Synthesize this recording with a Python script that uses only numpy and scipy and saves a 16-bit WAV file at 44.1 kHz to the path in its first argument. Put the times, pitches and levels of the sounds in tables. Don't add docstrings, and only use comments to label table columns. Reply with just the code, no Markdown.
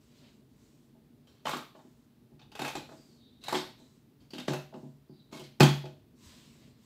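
import sys
import numpy as np
from scipy import signal
from scipy.fft import rfft, irfft, next_fast_len
from scipy.io import wavfile
from scipy.ndimage import uniform_filter1d, map_coordinates

SR = 44100
rng = np.random.default_rng(int(sys.argv[2]) if len(sys.argv) > 2 else 0)


def inscribe(sig):
    pcm = np.round(np.clip(np.atleast_2d(sig).T, -1, 1) * 32767)
    wavfile.write(sys.argv[1], SR, pcm.astype(np.int16))


def elevation(decibels):
    levels = np.asarray(decibels, float)
    return 10 ** (levels / 20)


N = 302085


def unit(x):
    return x / np.sqrt(np.mean(x ** 2, axis=-1, keepdims=True) + 1e-20)


def along(points, hz):
    f, v = np.transpose(points)
    return np.interp(np.log(hz + 1), np.log(f + 1), v)


def filtered(x, response):
    m = next_fast_len(x.shape[-1] + 8192)
    spectrum = rfft(x, m) * response(np.fft.rfftfreq(m, 1 / SR))
    return irfft(spectrum, m)[..., :x.shape[-1]]


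def wander(step):
    draws = rng.standard_normal(int(N / step) + 4)
    return map_coordinates(draws, [np.arange(N) / step])


def rush(spectrum, patchy_db):
    z = signal.stft(rng.standard_normal(N), nperseg=512)[2]
    field = uniform_filter1d(rng.standard_normal(z.shape), size=6, axis=0)
    field = uniform_filter1d(field, size=10, axis=1)
    x = signal.istft(z * elevation(patchy_db * field / field.std()), nperseg=512)[1][:N]
    return unit(filtered(x, lambda hz: elevation(along(spectrum, hz))))


def stroke(row, shape):
    s, rise, hold, db = row[:4]
    rise_db, sag_db, release_db = shape
    t = np.arange(N) / SR - s - rise
    held = -sag_db * np.minimum(t, hold) - release_db * np.maximum(t - hold, 0)
    level = np.where(t < 0, rise_db * t / rise, held)
    return elevation(db + level) * np.clip(3 * (1 + t / rise), 0, 1)


def gain(rows, shape):
    return sum(stroke(row, shape) for row in rows)


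def place(s, rows):
    out = np.zeros(N + SR)
    for at, row in zip(np.round(np.ravel(s) * SR).astype(int), rows):
        out[at:at + len(row)] += row
    return out[:N]


# f/Hz, t60/s
ROOM = [(150, 0.46), (1000, 0.32), (4000, 0.44), (8000, 0.32), (14000, 0.44)]


def tails(count):
    hz, t, z = signal.stft(rng.standard_normal((count, SR // 2)), SR, nperseg=256)
    decay = elevation(-60 * t / along(ROOM, hz)[:, None])
    tail = signal.istft(z * decay, SR, nperseg=256)[1][:, :SR // 2]
    return unit(tail) / np.sqrt(SR // 2)


# t/s (from), handle level/dB, handle ring f/Hz, table spot f/Hz
GRIP = [(0, -3, 600, 245), (1.44, 8.5, 720, 244), (1.46, 9, 1160, 250), (1.7, 15, 860, 223),
        (2.3, 0, 810, 240), (2.54, 3, 830, 265), (2.74, 13, 826, 300), (2.85, 16, 610, 310),
        (3.4, -12.5, 1040, 305), (3.47, 6, 905, 305), (3.51, 14, 900, 410), (3.54, 0, 940, 396),
        (3.7, -13, 670, 286), (4.36, -6, 650, 238), (4.47, 5, 630, 267), (4.7, 11.5, 710, 228),
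        (5.3, 6, 850, 244), (5.38, -9.5, 626, 370), (5.59, 1, 900, 198), (5.8, 4, 657, 390)]


def grip(s):
    start, *cols = np.transpose(GRIP)
    return [c[np.searchsorted(start, s) - 1] for c in cols]


# f/Hz, level/dB per Hz
HISS = [(500, -34), (800, -8.5), (1100, -12), (2200, -16), (4000, -16), (6400, -22.5), (9000, -23.5),
        (13000, -20), (15600, -21), (16800, -26)]


def hiss():
    return elevation(-75.5) * rush(HISS, patchy_db=.3)


# f/Hz, level/dB per Hz
HUM = [(12, -61), (20, -25.5), (48, -10.5), (91, -11.5), (141, -1.5), (175, -12.5), (238, -1), (265, -7),
       (360, -13.5), (387, -14.5), (455, -17.5), (545, -28), (586, -21.5), (1500, -57.5), (1950, -56),
       (3300, -120)]


def rumble():
    drift = wander(SR / 6)
    return elevation(-60.5 - 1.2 * drift) * rush(HUM, patchy_db=1)


# t/s, rise/s, hold/s, peak level/dB
BRUSH = [
    (0, 0.013, 0.076, -77),
    (.08, 0.1, 0.18, -75),
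    (.46, 0.17, 0.24, -75.5),
    (1.73, 0.039, 0.29, -77),
    (2.8, 0.13, 0.23, -70),
    (3.76, 0.029, 0.18, -74),
    (4.73, 0.034, 0.13, -76.5),
    (6.14, 0.12, 0.43, -63.5),
    (6.76, 0.077, 0.12, -75),
]
# f/Hz, level/dB per Hz
CLOTH = [(410, -46), (700, -23), (1010, 5), (1320, -6), (3510, -2), (8190, -1), (9220, -12), (14800, -10.5),
         (15900, -36), (16500, -57)]
# t/s, rise/s, hold/s, peak level/dB
DRAG = [
    (0, .25, .03, -61),
    (6.17, 0.13, .35, -57.5),
    (6.6, 0.02, .25, -70.5),
]
# f/Hz, level/dB per Hz
FOLD = [(350, -50), (550, -1), (750, -12), (1500, -12), (2600, -7), (4000, -6), (5200, -10), (6500, -45)]


def cloth():
    shape = (17.7, 30.8, 140)
    brush = gain(BRUSH, shape) * elevation(4) * rush(CLOTH, patchy_db=.8)
    drag = gain(DRAG, shape) * elevation(-4) * rush(FOLD, patchy_db=1.5)
    return brush + drag


def bump():
    start_s, peak_db, hz, t60_s = 6.262, -44, 80, .11
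    t = np.clip(np.arange(N) / SR - start_s, 0, None)
    decay = elevation(peak_db - 60 * t / t60_s)
    return decay * np.sin(2 * np.pi * hz * t) * (1 - np.exp(-t / 0.0023))


# t/s, rise/s, hold/s, peak level/dB, resonance f/Hz
GLIDE = [
    (2.917, .06, 0.07, -73.5, 4760),
    (3.05, 0.069, 0.094, -76, 4450),
    (3.176, 0.025, 0.11, -72, 3750),
    (3.404, 0.048, .02, -60, 3900),
    (3.73, 0.019, 0.08, -73, 3950),
    (5.079, 0.011, 0.045, -78, 4630),
    (5.13, 0.025, 0.059, -79, 3880),
    (5.27, 0.028, .02, -80, 4000),
]


def glide():
    half_width_hz = 240
    shape = (7.5, 25, 160)
    noise = elevation(3 * wander(900)) * rng.standard_normal(N)

    def ringing(hz):
        return unit(filtered(noise, lambda f: 1 / (1 + ((f - hz) / half_width_hz) ** 2)))

    return sum(stroke(row, shape) * ringing(row[-1]) for row in GLIDE)


# t/s, rise/s, hold/s, peak level/dB
SHEAR = [
    (1.262, 0.015, 0.18, -61),
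    (1.445, 0.02, 0.078, -34.5),
    (2.55, 0.098, 0.043, -36),
    (2.75, 0.003, 0.0017, -31),
    (3.4, 0.17, .005, -31),
    (4.196, 0.0064, 0.062, -64.5),
    (4.33, 0.017, 0.1, -51),
    (4.474, 0.005, .06, -37),
    (5.312, 0.015, 0.13, -43),
]
# f/Hz, level/dB per Hz
THREADS = [(290, -15), (500, -6.5), (605, -7.5), (1980, -14), (2260, -9), (4290, -10.5), (8420, -21.5),
           (9060, -27.5), (11600, -23.5), (14900, -31.5), (16500, -45)]


def shear():
    clumps = wander(90)
    grains = unit(elevation(4 * clumps) * rush(THREADS, patchy_db=3))
    return gain(SHEAR, (21.3, 92, 780)) * elevation(-9) * grains


# t/s, peak level/dB, boom level/dB, upper panel level/dB
KNOCKS = [(0.95, -60, -5, 3.5), (1.455, -37.5, -7.5, 8.5), (1.535, -33, -14, -10), (1.749, -50, -23, 5),
          (1.85, -47.5, -23.5, -8), (2.32, -51, -3.5, -9), (2.595, -36, -6, 0.5), (2.619, -36.5, -1, -16),
          (2.65, -46.5, -6, 12.5), (2.752, -34, -18, -11), (2.913, -47.5, -11.5, 5), (3.484, -45, -5, -14),
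          (3.526, -26, -35, -1), (3.543, -24.5, -29, -9.5), (3.797, -52.5, -12, 0), (4.334, -35, -24, -5),
          (4.387, -38, -14, -2), (4.482, -22.5, -9, -18), (4.504, -30, -7, 4), (4.534, -32, -2.5, 1),
          (4.726, -47.5, -31, 9), (4.744, -35, -24, -3.5), (4.831, -39, -4, -9), (4.859, -45.5, -20.5, -12),
          (5.096, -43, -6, -13), (5.327, -36.5, -18, -3), (5.396, -39.5, -8.5, -1.5),
          (5.5992, -23.5, -11.5, -25), (5.6051, -7.5, -3, -8.5), (5.839, -38, -4, 1.5)]
# f/Hz, level/dB, t60/s
BOOM = [(69, -25, 0.56), (141.9, 4, 0.43)]
# f/Hz, level/dB, t60/s
PANEL = [(155.6, -2.5, 0.34), (192.3, -10, .35), (220.8, -3, 0.27), (249.9, 0, 0.28), (298, -1, 0.29),
         (333.5, -1.5, .25), (367.8, -2, 0.31), (367, -6.5, 0.2)]
# f/Hz, level/dB, t60/s
UPPER = [(461, -15.5, .28), (506, -3.5, 0.28), (607, -6.5, 0.38), (646, -0.5, 0.34), (770, -11, 0.42),
         (840, -0.5, 0.18), (897, -7, 0.24), (999, -10.5, .3)]


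def knocks():
    s, db, boom_db, upper_db = np.transpose(KNOCKS)[:, :, None]
    spot_hz = grip(s)[-1]
    t = np.arange(SR // 2) / SR

    def ring(modes):
        return np.array([elevation(level - 60 * t / t60) * np.sin(2 * np.pi * hz * t) for hz, level, t60 in modes])

    def share(modes):
        return elevation(2 * rng.standard_normal((len(s), len(modes))))

    near = 1 + 1.2 / (1 + ((np.transpose(PANEL)[0] - spot_hz) / 45) ** 2)
    top = (near * share(PANEL)) @ ring(PANEL)
    top = top + elevation(upper_db) * (share(UPPER) @ ring(UPPER))
    onset = 1 - np.exp(-t / 0.003)
    top = top * onset * (1 + 1.6 * elevation(-60 * t / 0.024))
    top = signal.sosfilt(signal.butter(4, 130, "high", fs=SR, output="sos"), top)
    boom = elevation(boom_db + 9.0) * ring(BOOM).sum(0) * (1 - np.exp(-t / 0.0037))
    return place(s, elevation(db - 12.0) * (top + boom))


# t/s, steel peak
# level/dB, steel ring f/Hz, edge level/dB
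SLIPS = [(1.271, -49, 3140, -8), (1.4, -60, 3100, -19), (1.4534, -45, 3760, 6),
         (1.4546, -29.5, 3030, -30), (1.4682, -31, 3120, -15), (1.4913, -32.5, 3630, 2),
         (1.5079, -39, 2270, -18), (1.5334, -29.5, 2280, -10), (1.5672, -38, 3430, 3.5),
         (1.7505, -53.5, 3020, -31), (1.7883, -54, 3670, -21), (2.393, -46.5, 2480, -39),
         (2.415, -45.5, 3540, -35), (2.517, -41, 2830, -9), (2.5515, -34.5, 2630, -6.5),
         (2.592, -28.5, 2470, -8), (2.6175, -28.5, 2670, -5), (2.6466, -27.5, 2560, -9),
         (2.6782, -29.5, 3530, -3.5), (2.7525, -37.5, 3730, -11), (2.8898, -52, 3670, -18),
         (2.9194, -50.5, 3570, -13), (3.4372, -36.5, 4000, -2), (3.4824, -29, 3860, -3),
         (3.5247, -30.5, 5300, 0), (3.545, -24, 3550, -12), (3.5514, -26.5, 3270, -12),
         (3.5643, -30, 5250, -23),
         (4.204, -56.5, 4520, -22), (4.305, -40.5, 4500, -8), (4.3337, -34.5, 2850, -10),
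             (4.3465, -36, 4150, -14), (4.3813, -30.5, 2820, -11.5), (4.3977, -34, 3660, -8.5),
             (4.4804, -27, 1640, -10.5), (4.533, -30, 2640, -3.5), (4.7381, -47, 2720, -14),
             (5.31, -59, 4420, -12), (5.3263, -42.5, 4330, -13), (5.3946, -39, 3020, -2),
             (5.4379, -44, 4214, -5), (5.599, -28, 5010, 5), (5.604, -9, 2510, -10.5),
             (5.6292, -14.5, 3330, -6), (5.854, -41.5, 2540, -8)]
# f/Hz, level/dB per Hz
STEEL = [(880, -32.5), (1500, 3), (1710, -8), (1880, -1.5), (2280, -2), (2480, -4), (3290, -2.5),
         (4470, -3), (8000, -18.5), (10400, -38), (17600, -120)]
# f/Hz, level/dB per Hz
EDGE = [(4500, -29), (6000, -7.5), (8500, -8), (9400, -16), (10600, -10), (13500, -13.5), (15500, -18),
        (16800, -18.5)]
# f/Hz, level/dB per Hz
HANDLE = [(240, -35.5), (400, -4), (733, -6.5), (868, -1), (947, -10), (1080, -3), (2000, -12.5),
          (2600, -47), (4400, -120)]


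def slips():
    s, steel_db, steel_hz, edge_db = np.transpose(SLIPS)[:, :, None]
    handle_db, handle_hz, _ = grip(s)
    t = np.arange(SR // 2) / SR
    knots = rng.standard_normal((len(s), 120))
    blade_hz = np.array([1600, 2600, 2950, 3150, 3700, 4280, 4700, 5300])[:, None]
    woken = 1.6 * rng.random((len(s), len(blade_hz))) * (steel_db < -24)
    rise_s = .0028 * elevation(-.35 * np.minimum(steel_db + 25, 0))

    def ripple(f):
        return elevation(2 * np.array([np.interp(f, np.linspace(0, SR / 2, 120), k) for k in knots]))

    def ring(f, centre, q, lift):
        return 1 + lift / (1 + ((f - centre) * q / centre) ** 2)

    def pivot(f):
        return elevation(np.minimum(steel_db + 30.5, 0) * np.exp(-((f - 1710) / 460) ** 2))

    def blade(f):
        return 1 + woken @ (1 / (1 + ((f - blade_hz) / 70) ** 2))

    def steel(f):
        return ripple(f) * blade(f) * pivot(f) * elevation(along(STEEL, f)) * ring(f, steel_hz, 22, 2.6)

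    def edge(f):
        return ripple(f) * elevation(along(EDGE, f))

    def handle(f):
        return elevation(along(HANDLE, f)) * ring(f, handle_hz, 6.8, 2.4)

    def fade(t60):
        return elevation(-60 * t / t60) * (1 - np.exp(-t / rise_s))

    parts = [(steel, 0, fade(0.069) + 1.5 * fade(0.016)),
             (edge, edge_db, fade(.045) + 1.4 * fade(0.011)),
             (handle, handle_db, fade(0.05) + 2.11 * fade(0.015))]
    echo = tails(count=len(s)) * (1 - np.exp(-(t / 0.01) ** 2))
    out = np.zeros((len(s), len(t)))
    for colour, db, shape in parts:
        burst = shape * unit(filtered(rng.standard_normal(out.shape), colour))
        energy = np.sqrt(np.mean(shape ** 2, axis=-1, keepdims=True))
        answer = elevation(-2.5) * energy * unit(filtered(echo, colour))
        out += elevation(steel_db + db - 7.0) * (burst + answer)
    return place(s, out)


def scene():
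    background = cloth() + rumble() + hiss()
    rub = glide() + shear()
    echo = signal.fftconvolve(rub, tails(count=1)[0])[:N]
    return (background + bump() + rub + elevation(3.0) * echo + knocks() + slips())[None]


def band_limit(x):
    return signal.sosfilt(signal.butter(12, 16830, fs=SR, output="sos"), x)


def record(dry):
    heard = signal.sosfilt(signal.butter(2, 45, "high", fs=SR, output="sos"), dry)
    limited = signal.sosfilt(signal.ellip(8, .5, 50, 15620, fs=SR, output="sos"), heard)
    mix = limited + elevation(-24.0) * (heard - limited)
    return band_limit(mix)


dry = scene()
out = record(dry)
inscribe(out)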